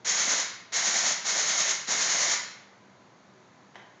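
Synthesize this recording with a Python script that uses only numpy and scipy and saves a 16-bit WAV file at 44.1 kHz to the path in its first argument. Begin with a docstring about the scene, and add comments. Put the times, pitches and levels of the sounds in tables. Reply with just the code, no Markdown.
"""Four bright, hissing bursts, each throbbing about ten times a second, ring out in a large hall.
They are burning jets from a gas purge nozzle: each spits as the valve opens, then rushes on,
coloured by narrow ringing peaks, with the roar of the flame under it. Ventilation hums behind,
and near the end something knocks once, far off. One microphone hears it all."""
import sys
import numpy as np
from scipy import signal
from scipy.fft import rfft, irfft
from scipy.io import wavfile

SR = 44100
rng = np.random.default_rng(int(sys.argv[2]) if len(sys.argv) > 2 else 0)


def store_pcm(level_fs):
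    """Save levels as 16-bit WAV."""
    pcm = np.round(np.clip(level_fs, -1, 1) * 32767).astype(np.int16)
    wavfile.write(sys.argv[1], SR, np.atleast_2d(pcm).T)


N = 176400
TIME = np.arange(N) / SR
FREQS = np.fft.rfftfreq(N, 1 / SR)


def from_db(db):
    """Decibels to gain."""
    return 10 ** (np.asarray(db) / 20)


def rms_one(x):
    """Scale to unit rms."""
    return x / np.sqrt(np.mean(x ** 2) + 1e-20)


def noise(colour):
    """Steady noise, rms 1, shaped by an EQ curve of relative levels on a log-frequency axis."""
    hz, db = np.transpose(colour)
    curve_db = np.interp(np.log(np.maximum(FREQS, 1)), np.log(hz), db)
    return rms_one(irfft(rfft(rng.standard_normal(N)) * from_db(curve_db), N))


def narrow_noise(hz, width_hz):
    """Noise in one steep-sided band, rms 1; at 0 Hz it is a random wander."""
    offset = (FREQS - hz) / width_hz
    return rms_one(irfft(rfft(rng.standard_normal(N)) / (1 + 2 * offset ** 2), N))


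# Colour of the moving air: (f/Hz, level/dB)
AIR_COLOUR = [(25, -42), (50, -21), (75, -22.5), (112, -3.5), (150, -4), (210, -1.5), (310, -5), (450, -7),
              (640, -6), (1100, -8), (1600, -12), (2100, -13.5), (2800, -20.5), (4200, -19.5), (5200, -25),
              (6700, -19.5), (7400, -33), (8000, -51), (9000, -60)]
# Fan tones: (f/Hz, level/dB)
FAN_TONES = [(122, -77), (197, -69.5), (371.4, -73), (624.8, -73.5), (1004.7, -73)]

def ventilation():
    """The bed: soft air noise with a few wavering fan tones."""
    hum = sum(from_db(db) * narrow_noise(hz, width_hz=6.4) for hz, db in FAN_TONES)
    return from_db(-57) * noise(AIR_COLOUR) + hum


# Reverb time of the hall by band: (f/Hz, t60/s)
HALL_DECAY = [(150, 0.96), (500, 0.56), (1200, 0.77), (2200, 0.76), (4200, 0.61), (6500, 0.47),
              (9000, 0.42)]

def hall_response(predelay_s=0.0015, build_s=0.012):
    """Dense echoes swell and die away, the treble first; unit energy."""
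    t, hz = TIME[:SR], np.fft.rfftfreq(SR, 1 / SR)
    white = rfft(rng.standard_normal(SR))
    centres, t60s = np.transpose(HALL_DECAY)
    tail = 0
    for share, t60 in zip(np.eye(len(centres)), t60s):
        band = irfft(white * np.interp(hz, centres, share), SR)   # crossfades into its neighbours
        tail = tail + band * np.exp(-np.log(1000) * t / t60)
    swell = 1 - np.exp(-np.maximum(t - predelay_s, 0) / build_s)
    return rms_one(tail * swell) / np.sqrt(SR)


# Colour of the far knock: (f/Hz, level/dB)
KNOCK_COLOUR = [(150, -32), (400, 2.5), (650, -1), (1000, -0.5), (1750, -0.5), (2650, -6), (3300, -6.5),
                (4500, -21), (6300, -15.5), (7200, -27), (8000, -50), (9000, -62)]

def knock(at_s=3.7555, lead_s=0.0086, decay_s=0.01):
    """A light first touch runs into a short, dull crack."""
    envelope = 0
    for start, db in [(at_s - lead_s, -12), (at_s, 0)]:
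        age = np.maximum(TIME - start, 0)
        envelope = envelope + from_db(db) * (TIME >= start) * np.exp(-age / decay_s)
    return from_db(-38.5) * envelope * noise(KNOCK_COLOUR)


# Valve openings: (start t/s, length/s, level/dB, throb period/s, base throb depth/dB)
BURSTS = [(0.046, 0.36, 1, 0.11, 2.5), (0.721, 0.4, 1, 0.1023, 2.5), (1.244, 0.47, 0.5, 0.1035, 2.5),
          (1.871, 0.47, 1, .101, 2)]

def flow(throb_scale, attack_s, release_s, first_crest_s=0.049, build_db_per_s=1):
    """Envelope of the gas flow: it opens, throbs and builds, then shuts. Each layer scales the throb."""
    envelope = 0
    for start, length, db, period, depth_db in BURSTS:
        age = np.maximum(TIME - start, 0)
        held = np.minimum(age, length)
        gate = (1 - np.exp(-age / attack_s)) * np.exp(-(age - held) / release_s)
        throb_db = throb_scale * depth_db * np.cos(2 * np.pi * (held - first_crest_s) / period)
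        build_db = build_db_per_s * (held - length / 2)
        envelope = envelope + gate * from_db(db + throb_db + build_db)
    return envelope


# Colour of the flame's roar: (f/Hz, level/dB)
ROAR_COLOUR = [(30, -58), (70, -28), (120, -15.5), (160, 3), (210, 1), (300, -1), (420, 0.5), (600, 7.5),
               (900, 5.5), (1500, -14), (4000, -46.5)]

def flame(flutter_db=3.5, low_cut_hz=90):
    """The low layer: burning gas roars and flutters while it is fed. A small flame has no deep bass."""
    flutter = from_db(flutter_db * narrow_noise(0, width_hz=65))
    envelope = flow(throb_scale=0.3, attack_s=0.004, release_s=0.0085)
    roar = from_db(-45) * noise(ROAR_COLOUR) * flutter * envelope
    return signal.sosfilt(signal.butter(2, low_cut_hz, "high", fs=SR, output="sos"), roar)


# Colour of turbulent gas, for both spit and rush: (f/Hz, level/dB)
RUSH_COLOUR = [(80, -52), (200, -42), (450, -11), (700, -15), (1000, -6), (1350, -5), (1650, -4),
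               (1900, -1), (2170, -1.5), (2400, -7), (2800, -7.5), (3300, -6), (4150, -2.5), (5000, -9.5),
               (6800, -8.5), (8000, -39.5)]

def spit(hold_s=0.0035, decay_s=0.006):
    """The transient: gas trapped behind the valve spits out at each opening."""
    puffs = 0
    for start, *_ in BURSTS:
        fading = np.maximum(TIME - start - hold_s, 0)
        puffs = puffs + (TIME >= start) * np.exp(-fading / decay_s)
    return from_db(-41) * puffs * noise(RUSH_COLOUR)


def rush():
    """Turbulence gives the jet its broad, noisy body."""
    return from_db(-31.5) * noise(RUSH_COLOUR)


# Narrow peaks in the hiss: (f/Hz, width/Hz, relative level/dB)
PEAKS = [(653, 90, -50), (737, 70, -51), (1828, 53, -50.5), (2140, 45, -46.5), (3740, 33, -51),
         (4226, 20, -50.5), (5475, 19, -44), (5720, 55, -41.5), (6300, 60, -42.5), (6310, 53, -41),
         (6690, 40, -42), (6780, 16, -42), (6750, 14, -47)]

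def ringing_peaks(trim_db=-1.5):
    """Narrow ringing peaks colour the hiss."""
    return sum(from_db(db + trim_db) * narrow_noise(hz, width) for hz, width, db in PEAKS)


# Colour of the high hiss at the nozzle: (f/Hz, level/dB)
HISS_COLOUR = [(2500, -40), (3600, -20.5), (4300, -10.5), (5000, -9), (5600, -5.5), (6200, -1), (6600, 0.5),
               (7020, -1.5), (7450, -16), (8000, -31.5), (8800, -34), (9300, -51.5)]

def jet(roughness_db=0.27):
    """The lead: nozzle hiss throbs hardest, over rush and peaks; a fine grain roughens all three."""
    hiss = from_db(-28.5) * noise(HISS_COLOUR)
    top = hiss * flow(throb_scale=1.25, attack_s=0.0088, release_s=0.016)
    body = (rush() + ringing_peaks()) * flow(throb_scale=0.79, attack_s=0.0069, release_s=0.021)
    grain = from_db(roughness_db * narrow_noise(0, width_hz=72))
    return (top + body) * grain


def scene():
    """Knock, flame and jet each feed the hall reverb, over the ventilation; both channels alike."""
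    bump, fire, gas = knock(), flame(), spit() + jet()
    send = from_db(-0.9) * bump + from_db(-7.5) * fire + from_db(-3.5) * gas
    reverb = signal.fftconvolve(send, hall_response())[:N]
    mix = ventilation() + from_db(-2.5) * (bump + fire + gas + reverb)
    return np.tile(mix, (2, 1))


def record(dry, low_cut_hz=61, high_cut_hz=9100):
    """The microphone drops the deep bass; the top is cut steeply."""
    thin = signal.sosfilt(signal.butter(4, low_cut_hz, "high", fs=SR, output="sos"), dry)
    return signal.sosfilt(signal.ellip(14, 0.1, 80, high_cut_hz, fs=SR, output="sos"), thin)


dry = scene()
out = record(dry)
store_pcm(out)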